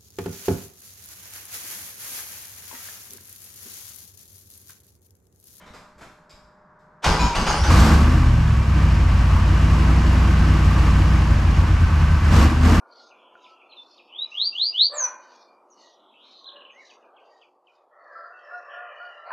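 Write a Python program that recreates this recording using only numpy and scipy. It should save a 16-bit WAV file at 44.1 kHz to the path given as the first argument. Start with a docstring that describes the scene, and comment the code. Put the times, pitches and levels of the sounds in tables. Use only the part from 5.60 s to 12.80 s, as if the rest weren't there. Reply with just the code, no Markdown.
"""A V8 engine in an off-road truck is started inside a wooden workshop.
Lever and key click, the starter slams in and grinds, and the engine catches, races, settles to a lumpy
fast idle and is revved twice. Its two rows of cylinders (banks) send unequal puffs down the exhaust,
which booms, barks and burbles. Valves tick, belts and fan rush, and the room rings briefly."""
import sys
import numpy as np
from scipy import signal
from scipy.fft import rfft, irfft
from scipy.io import wavfile
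from scipy.ndimage import uniform_filter1d

SR = 44100
rng = np.random.default_rng(int(sys.argv[2]) if len(sys.argv) > 2 else 0)


def output_pcm(signal):
    """Save a mono or channel-first signal as 16-bit PCM at the path in sys.argv[1].

    Samples are clipped to [-1, 1] before scaling.
    """
    pcm = np.clip(np.atleast_2d(signal).T, -1, 1) * 32767
    wavfile.write(sys.argv[1], SR, np.round(pcm).astype(np.int16))


N = 317520
TIME = np.arange(N) / SR

# tone colour of the ventilation: f/Hz, level/dB
AIR_SPECTRUM = [(25, -14), (110, -15.5), (175, -5), (310, -18), (400, -16.5), (700, -17), (980, -10),
                (1630, -16), (2850, -46), (5900, -49), (9300, -61), (15000, -69)]
# tones of a faint motor hum: f/Hz, level/dB
HUM_TONES = [(167, -76), (608.3, -62), (958, -70)]
# touches of gear lever and key: t/s, rattle level/dB, knock level/dB, ring f/Hz, ring level/dB
TOUCHES = [(.002, -60, -50.5, 2120, -51.5), (.06, -63, -48, 3800, -54), (.136, -55.5, -44, 5000, -53),
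           (.38, -60, -49, 7400, -64), (0.41, -58.5, -43, 7040, -61), (0.695, -58.5, -51, 5000, -51),
           (1.19, -74, -70, 5000, -78)]
# tone colour of their dull knock: f/Hz, level/dB
KNOCK_SPECTRUM = [(40, -1), (200, -2), (480, -2.5), (1200, -2.5), (2500, -11), (6000, -47)]
# their metal resonances (modes): multiple of the ring pitch, width/Hz, level/dB
METAL_MODES = [(.47, 250, -6), (.76, 260, -8), (.95, 150, -3), (1.045, 150, -2.5), (1.48, 250, -9)]
# the truck rocks as someone leans in: t/s, level/dB
BODY_BUMPS = [(.015, -51), (.1, -45), (.35, -49), (.73, -50), (.84, -54)]
# tone colour of the rocking body and engine: f/Hz, level/dB
THUD_SPECTRUM = [(18, -11), (38, -0.5), (65, -2.5), (110, -17.5), (170, -16.5), (300, -21.5), (600, -63.5)]

# the starter gear slams in and is jolted again: t/s, level/dB, t60/s (time to fade by 60 dB)
GEAR_CLACKS = [(1.442, -11, 0.19), (1.463, -26, 0.09), (1.751, -17, 0.17), (1.866, -16, 0.09),
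               (2.036, -21, 0.19)]
# tone colours of the clacks and of the grinding gears: f/Hz, level/dB
CLACK_SPECTRUM = [(120, -13), (400, -7), (800, 3.5), (1400, -1.5), (2200, -6), (3000, -5), (5800, -11),
                  (8500, -21), (12500, -33), (15500, -48)]
GRIND_SPECTRUM = [(76, -29), (130, -10.5), (162, 0), (267, -16.5), (368, -9.5), (548, -12), (697, -13.5),
                  (802, -6.5), (1580, -12.5), (1890, -20), (2880, -19.5), (3890, -28), (4660, -18),
                  (12200, -45.5), (15400, -76)]
# compression strokes, each kicking the starter on:
# t/s, gear f/Hz, glide/(Hz per s), whine level/dB, grind level/dB, thud level/dB
CRANK_STROKES = [(1.451, 425.5, 520, -32, -20.5, -18), (1.585, 502.7, -240, -22.5, -25.5, -17),
                 (1.748, 583.2, -220, -26.5, -24, -21.5), (1.86, 621, -550, -27, -21.5, -24),
                 (1.93, 600, 1203, -32.5, -31, -27), (2.032, 735, 450, -30, -24.5, -34)]
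# overtones of the meshing teeth: multiple of the gear frequency, level/dB
GEAR_TONES = [(2, 2), (3, -12), (5, -5), (7, -10), (8, -5), (11, -13), (14, -14), (16, -22)]
# how the housing around the gears filters them: f/Hz, level/dB
GEAR_HOUSING = [(1000, 0), (1300, -6), (2400, -1), (2900, -2), (3600, -10), (4600, -4), (5300, -3),
                (6000, 1), (7000, 0), (8000, -8), (12000, -6)]

# engine speed in cycles a second, with eight firings a cycle: t/s, f/Hz
ENGINE_SPEED = [(2.0, 7.37), (2.2, 13.37), (2.35, 14.43), (2.53, 16.55), (2.82, 13.85), (3.05, 13.2),
                (3.24, 11.6), (3.6, 10.96), (4.0, 11.75), (4.52, 12.42), (5.02, 11.57), (5.6, 11.76),
                (6.0, 10.22), (6.68, 9.92), (6.83, 15.0), (7.0, 15.3), (7.2, 18.3)]
# pushes of the throttle for start, idle and revs: t/s, rise/s, hold/s, t60/s, opening (0 to 1)
THROTTLE_PUSHES = [(2.078, 0.042, .16, 1.56, 0.95), (3.1, .07, 0.064, 2.0, .11),
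                   (3.35, .95, 1.05, 3.0, .25), (6.62, .03, .07, 0.36, .32), (6.68, .055, .09, .66, .83),
                   (6.985, .075, 0.094, 0.75, 0.71)]
# the cylinders in firing order: bank (0 near, 1 far), level/dB
FIRING_ORDER = [(0, -1), (1, 7.5), (1, 4.5), (0, -1.2), (1, 4.5), (0, 1), (0, -2.1), (1, 0.5)]
# brief dips in the loudness of the exhaust boom: t/s, level change/dB
BOOM_DIPS = [(2.07, -5.5), (2.275, -6), (2.51, -1), (3.05, -3.5), (5.65, -3), (5.83, -3), (6.3, -3),
             (6.6, -4.5), (6.925, -7), (7.16, -5)]
# low and higher resonances of the exhaust and the gap under the truck: f/Hz, width/Hz, level/dB
BOOM_MODES = [(45.2, 23.4, -4.5), (59.3, 16.9, 3.5), (77.8, 22.9, 1.5), (93.6, 14.7, -1), (115, 12.7, -13),
              (156, 11.8, -7.5)]
BARK_MODES = [(183.5, 14.2, -2), (220.2, 9.6, -0.5), (249.4, 11.1, -3), (307.6, 16.5, -7),
              (328.4, 21, -9.5)]
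# tone colour of the rushing exhaust gas: f/Hz, level/dB
ROAR_SPECTRUM = [(200, -16), (420, 5.5), (520, 2), (700, 1), (1250, 3.5), (2000, -12), (4000, -44)]
# ringing engine covers and brackets: f/Hz, width/Hz, level/dB
COVER_MODES = [(947, 30, -6), (1135, 110, 0), (1285, 45, -5), (1535, 30, 1), (2366, 60, -12),
               (2850, 200, -13)]
# tone colours of engine clatter, intake hiss (also the key's rattle) and intake gasp: f/Hz, level/dB
CLATTER_SPECTRUM = [(190, -23), (330, -2), (390, -2.5), (780, -1), (1100, 2), (1400, -4.5), (1660, -2.5),
                    (2100, -5.5), (2850, -9), (3560, -17), (5230, -17), (7080, -24.5), (10600, -37.5),
                    (12200, -48), (15000, -75)]
HISS_SPECTRUM = [(1470, -14), (2500, -20), (3240, 1.5), (4560, 1), (7490, -3), (10500, -14.5),
                 (11900, -11.5), (12700, -14), (15400, -65)]
GASP_SPECTRUM = [(4000, -30), (9000, -4), (12300, 0), (15500, -16)]
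# tones of the coasting engine: multiple of the cycle rate, level/dB
DRONE_TONES = [(3, -20), (8, -21.5), (10, -29)]
# short ringing chirps near 1.1 kHz in the engine clatter: t/s, relative level/dB
RING_CHIRPS = [(3.7562, -20), (4.3035, -23), (4.52, -24), (4.7605, -31), (5.1017, -24)]

# how much of the echo goes into stereo width: f/Hz, level/dB
STEREO_WIDTH = [(50, -40), (125, -30), (250, -22), (500, -13.5), (1000, -10), (2000, -6.5), (4000, -6),
                (8000, -12.5), (12000, -3)]
# the right side is duller at the very top: f/Hz, left minus right level/dB
TREBLE_TILT = [(4000, 0.02), (8000, 0.5), (12000, 4.5)]


def undb(db):
    """Turn decibels into a gain."""
    return np.exp(np.asarray(db) * (np.log(10) / 20))


def unit(x):
    """Scale to an average (rms) level of 1."""
    return x / np.sqrt(np.mean(x ** 2))


def even(x, span=0.54):
    """Hold the average level near 1 over every stretch of span seconds."""
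    size = int(span * SR / 2) + 1
    power = uniform_filter1d(uniform_filter1d(x ** 2, size), size)
    return x / np.sqrt(np.abs(power) + 1e-12)


def noise():
    """White noise."""
    return rng.standard_normal(N)


def walk(rate):
    """Wander at random by about 1, with rate new values a second."""
    size = int(SR / rate)
    held = np.repeat(rng.standard_normal(N // size + 1), size)
    return 1.31 * uniform_filter1d(held, size)[:N]


def ramp(start, length):
    """Rise from 0 to 1."""
    return np.clip((TIME - start) / length, 0, 1)


def fade(start, t60):
    """Start suddenly, then die away."""
    return (TIME >= start) * undb(-60 * np.abs(TIME - start) / t60)


def swell(start, rise, hold, t60):
    """Rise, hold and die away."""
    return ramp(start, rise) * undb(-60 * np.maximum(TIME - start - rise - hold, 0) / t60)


def strikes(times, sizes):
    """Single clicks at the given times."""
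    return np.bincount(np.clip(times * SR, 0, N).astype(int), sizes, N + 1)[:N]


def tail(x, seconds):
    """Smooth a signal, giving each click a short tail."""
    pole = np.exp(-1 / (seconds * SR))
    return signal.lfilter([1 - pole], [1, -pole], x)


def colour(x, points, size=8192):
    """Filter a sound along a curve of (f/Hz, level/dB) points."""
    hz, db = np.transpose(points)
    grid = np.maximum(np.arange(size // 2 + 1) * SR / size, 1)
    cepstrum = irfft(np.log(undb(np.interp(np.log(grid), np.log(hz), db))))
    cepstrum[1:size // 2] *= 2  # folded so the filter rings only after a sound
    cepstrum[size // 2 + 1:] = 0
    return signal.oaconvolve(x, irfft(np.exp(rfft(cepstrum))))[:N]


def band(x, low_hz, high_hz, order=3):
    """Keep what lies between two frequencies."""
    return signal.sosfilt(signal.butter(order, [low_hz, high_hz], "band", fs=SR, output="sos"), x)


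def resonate(x, modes):
    """Ring several resonances and add them with alternating signs."""
    return sum((-1) ** k * undb(db) * signal.lfilter(*signal.iirpeak(hz, hz / width, SR), x)
               for k, (hz, width, db) in enumerate(modes))


def shop_air():
    """Quiet ventilation and a faint motor hum."""
    hum = sum(np.sqrt(2) * undb(db) * np.sin(2 * np.pi * hz * TIME) for hz, db in HUM_TONES)
    return unit(colour(noise(), AIR_SPECTRUM)) * undb(-55 + 1.3 * walk(3.3)), hum


def lever_and_key(rise_s=.028):
    """Each touch knocks, rattles and sets small metal parts jingling."""
    knock, rattle = unit(colour(noise(), KNOCK_SPECTRUM)), unit(colour(noise(), HISS_SPECTRUM))
    out, shake = 0, noise()
    for s, rattle_db, knock_db, ring_hz, ring_db in TOUCHES:
        modes = [(ring_hz * ratio, width, db) for ratio, width, db in METAL_MODES]
        touch = knock * undb(knock_db) * fade(s, t60=.4)
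        touch += rattle * undb(rattle_db) * fade(s, t60=.51)
        touch += unit(resonate(shake, modes)) * undb(ring_db) * fade(s, t60=.44)
        out += ramp(s - rise_s / 2, rise_s) * touch
    return out


def body_bumps():
    """The truck thuds softly as it rocks."""
    gain = sum(undb(db) * fade(s, t60=.29) * ramp(s, .0087) for s, db in BODY_BUMPS)
    return unit(colour(noise(), THUD_SPECTRUM)) * gain


def starter_clacks():
    """A magnet (the solenoid) pulls in, and the starter gear slams into the engine's gear."""
    solenoid = undb(-30) * swell(1.418, rise=.021, hold=0, t60=.044) ** 2
    blows = sum(undb(db - 3) * fade(s - .002, t60) * ramp(s - .002, .0052) for s, db, t60 in GEAR_CLACKS)
    return unit(colour(noise(), CLACK_SPECTRUM)) * (solenoid + blows)


def cranking():
    """The starter fights compression: at each stroke the gears grind and whine, and the engine thuds."""
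    starts, kicked_hz, glide, whine_db, grind_db, thud_db = np.transpose(CRANK_STROKES)
    stroke = np.maximum(np.searchsorted(starts, TIME) - 1, 0)
    since_s = np.clip(TIME - starts[stroke], 0, 1)
    gear_hz = tail(kicked_hz[stroke] + glide[stroke] * since_s, .005)

    def kicks(levels, t60, rise=.015, hold=.039):
        """One swell of loudness for each stroke."""
        return np.max([undb(db) * swell(s, rise, hold, t60) for s, db in zip(starts, levels)], axis=0)

    turns = np.cumsum(gear_hz) / SR
    teeth = 1 + .5 * np.sin(2 * np.pi * turns / 4)  # the noise pulses as teeth meet
    grind = unit(colour(noise() * teeth, GRIND_SPECTRUM)) * kicks(grind_db, t60=.8)
    whine = gear_whine(gear_hz) * kicks(whine_db, t60=.9)
    thud = even(colour(noise(), THUD_SPECTRUM), span=.11) * kicks(thud_db, t60=.24, rise=.03, hold=.043)
    return grind, whine, thud


def gear_whine(gear_hz, release_s=2.08):
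    """Worn gear teeth sing roughly through their housing until the starter lets go."""
    turns = np.cumsum(gear_hz * (1 + .009 * walk(300))) / SR
    tones = 0
    for k, db in GEAR_TONES:
        gain = undb(db + 2.5 * walk(150) + 3 * walk(22))  # each tone comes and goes on its own
        wobble = .25 * np.sqrt(k) * walk(400)
        tones += gain * np.sin(2 * np.pi * k * turns + wobble)
    return colour(even(tones, span=.1), GEAR_HOUSING) * (1 - ramp(release_s, .044))


def firings(cycles, speed_hz, far_db=-9, far_lag_s=.0042):
    """One pulse for each firing; the far bank arrives weaker and later, which makes the burble."""
    count = len(FIRING_ORDER)
    index = np.arange(int(cycles[-1] * count))
    bank, db = np.array(FIRING_ORDER)[index % count].T
    times = np.interp(index / count, cycles, TIME)
    # at a slow idle the fuel burns less evenly and the balance between the two banks wanders back and forth
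    uneven = np.interp(np.interp(times, TIME, speed_hz), [10.3, 11.4], [1.7, 1])
    late_s, scatter_db = uneven * (rng.standard_normal((len(index), 2)) * (.0004, 1.1)).T
    surge_db = 1.2 * uneven * np.interp(times, TIME, walk(11)) * (1 - 3 * bank)
    return strikes(times + far_lag_s * bank + late_s, undb(db + far_db * bank + scatter_db + surge_db))


def exhaust_boom(pulses, opening, coast, dip_db):
    """Each firing booms in the pipes, over a deep rumble."""
    boom = even(band(resonate(pulses, BOOM_MODES), 24, 190), span=.23)
    rumble = unit(band(noise(), 16, 38, order=2)) * undb(-21)
    return (boom + rumble) * undb(-14 + 4.2 * opening ** 1.5 - 2.5 * coast + dip_db)


def exhaust_bark(pulses, opening, coast, speed_hz, idle_hz=11):
    """The sharp, swirling front of each puff barks and roars, louder with throttle and speed."""
    gas = unit(pulses) + unit(tail(pulses, .0049) * noise())
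    bark = even(band(resonate(gas, BARK_MODES), 165, 400), span=.1)
    bark *= undb(-32.1 + 10.2 * opening ** .5 - 4.8 * coast)
    roar = even(colour(tail(pulses, .014) * noise(), ROAR_SPECTRUM))
    roar *= undb(-50.5 + 23.5 * opening ** .7 - 6 * coast)
    revs_db = 9 * np.log2(speed_hz / idle_hz)
    return (bark + roar) * undb(revs_db)


def engine_bay(pulses, cycles, opening, coast, valves=16):
    """Valves tick in a repeating pattern, pipes puff, fan and belts rush, and the intake hisses."""
    index = np.arange(int(cycles[-1] * valves))
    valve_db = 3 * rng.standard_normal(valves)[index % valves] + 3.8 * rng.standard_normal(len(index))
    taps = strikes(np.interp(index / valves, cycles, TIME), undb(valve_db))
    ticks = unit(tail(taps, .0036)) * undb(-5)
    puffs = unit(tail(pulses, .026)) * undb(-3)
    fan = undb(5.5 + .61 * walk(6))
    shaking = unit(np.sqrt(ticks ** 2 + puffs ** 2 + fan ** 2))
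    # each cover is shaken on its own and rings in fits
    covers = sum(resonate(shaking * noise(), [mode]) * undb(2.2 * walk(9)) for mode in COVER_MODES)
    clatter = even(colour(shaking * noise(), CLATTER_SPECTRUM)) * undb(-.5) + unit(covers) * undb(-5)
    clatter *= undb(-32.8 + 8.4 * opening ** .8 - 2 * coast)
    hiss = even(colour(tail(pulses, .035) * noise(), HISS_SPECTRUM))
    hiss *= undb(-50.6 + 19.7 * opening ** 1.12)
    return (clatter + hiss) * ramp(2.06, .039)


def intake_gasp(opening):
    """Air drawn through a wide-open throttle adds a thin, high hiss."""
    return unit(colour(noise(), GASP_SPECTRUM)) * undb(-50) * opening ** 2


def coasting_drone(cycles, waver_db=2):
    """The even note of the pipes while the engine coasts."""
    return sum(np.sqrt(2) * undb(db + waver_db * walk(20)) * np.sin(2 * np.pi * k * cycles)
               for k, db in DRONE_TONES)


def ring_chirps():
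    """Short ringing chirps near 1.1 kHz stand out of the engine clatter."""
    ring = unit(resonate(noise(), COVER_MODES[1:2]))
    return ring * sum(undb(db - 9) * swell(s, rise=.003, hold=.014, t60=.077) for s, db in RING_CHIRPS)


def workshop(x, wet_db, t60=.79, treble_t60=.39):
    """The direct sound plus a short echo off wooden walls, wet_db louder than it."""
    wash = noise()
    low = tail(wash, .00005)
    echo = (low * fade(.00353, t60) + (wash - low) * fade(.0079, treble_t60))[:SR]
    wet = signal.oaconvolve(x, echo / np.sqrt(np.sum(echo ** 2)))[:N]
    return (x + undb(wet_db) * wet) / np.sqrt(1 + undb(2 * wet_db))


def scene():
    """Small noises, starter and engine, mixed in the room in stereo."""
    air, hum = shop_air()
    grind, whine, thud = cranking()
    speed_hz = np.interp(TIME, *np.transpose(ENGINE_SPEED)) * (1 + .012 * walk(14))  # never quite even
    cycles = np.cumsum(speed_hz) / SR
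    opening = np.max([amount * swell(*shape) for *shape, amount in THROTTLE_PUSHES], axis=0)
    # coast nears 1 when the engine turns fast with the throttle shut
    coast = np.clip(speed_hz - 12.28, 0, 1) * np.clip(1 - opening / .76, 0, 1)
    dip_db = sum(db * np.exp(-((TIME - s) / .027) ** 2) for s, db in BOOM_DIPS)
    pulses = firings(cycles, speed_hz)
    boom = exhaust_boom(pulses, opening, coast, dip_db)
    bark = exhaust_bark(pulses, opening, coast, speed_hz)
    pipes = (boom + bark) * ramp(1.985, .045) + coasting_drone(cycles) * coast * undb(dip_db)
    # clatter leaves on all sides, so what the walls return differs in fine detail
    bay, bay_echo = (engine_bay(pulses, cycles, opening, coast) for _ in range(2))
    bright = lever_and_key() + starter_clacks() + grind + intake_gasp(opening) + ring_chirps()
    deep = air + body_bumps() + thud + pipes
    mid = workshop(bright, wet_db=-4.5) + workshop(whine, wet_db=-13) + bay + deep + hum
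    echoes = workshop(bright + whine + deep, wet_db=34, t60=.2) + bay_echo
    side = colour(echoes, STEREO_WIDTH)  # only echoes differ between the ears
    return np.array([mid + side, mid - side])


def record(dry, ceiling=.98, cut_hz=15200):
    """Tilt the treble to the left, round off the peaks and cut the very top."""
    tilted = np.array([colour(x, [(hz, sign * db / 2) for hz, db in TREBLE_TILT])
                       for x, sign in zip(dry, (1, -1))])
    rounded = tilted / (1 + (tilted / ceiling) ** 6) ** (1 / 6)
    return signal.sosfilt(signal.ellip(8, .2, 70, cut_hz, fs=SR, output="sos"), rounded)


dry = scene()
out = record(dry)
output_pcm(out)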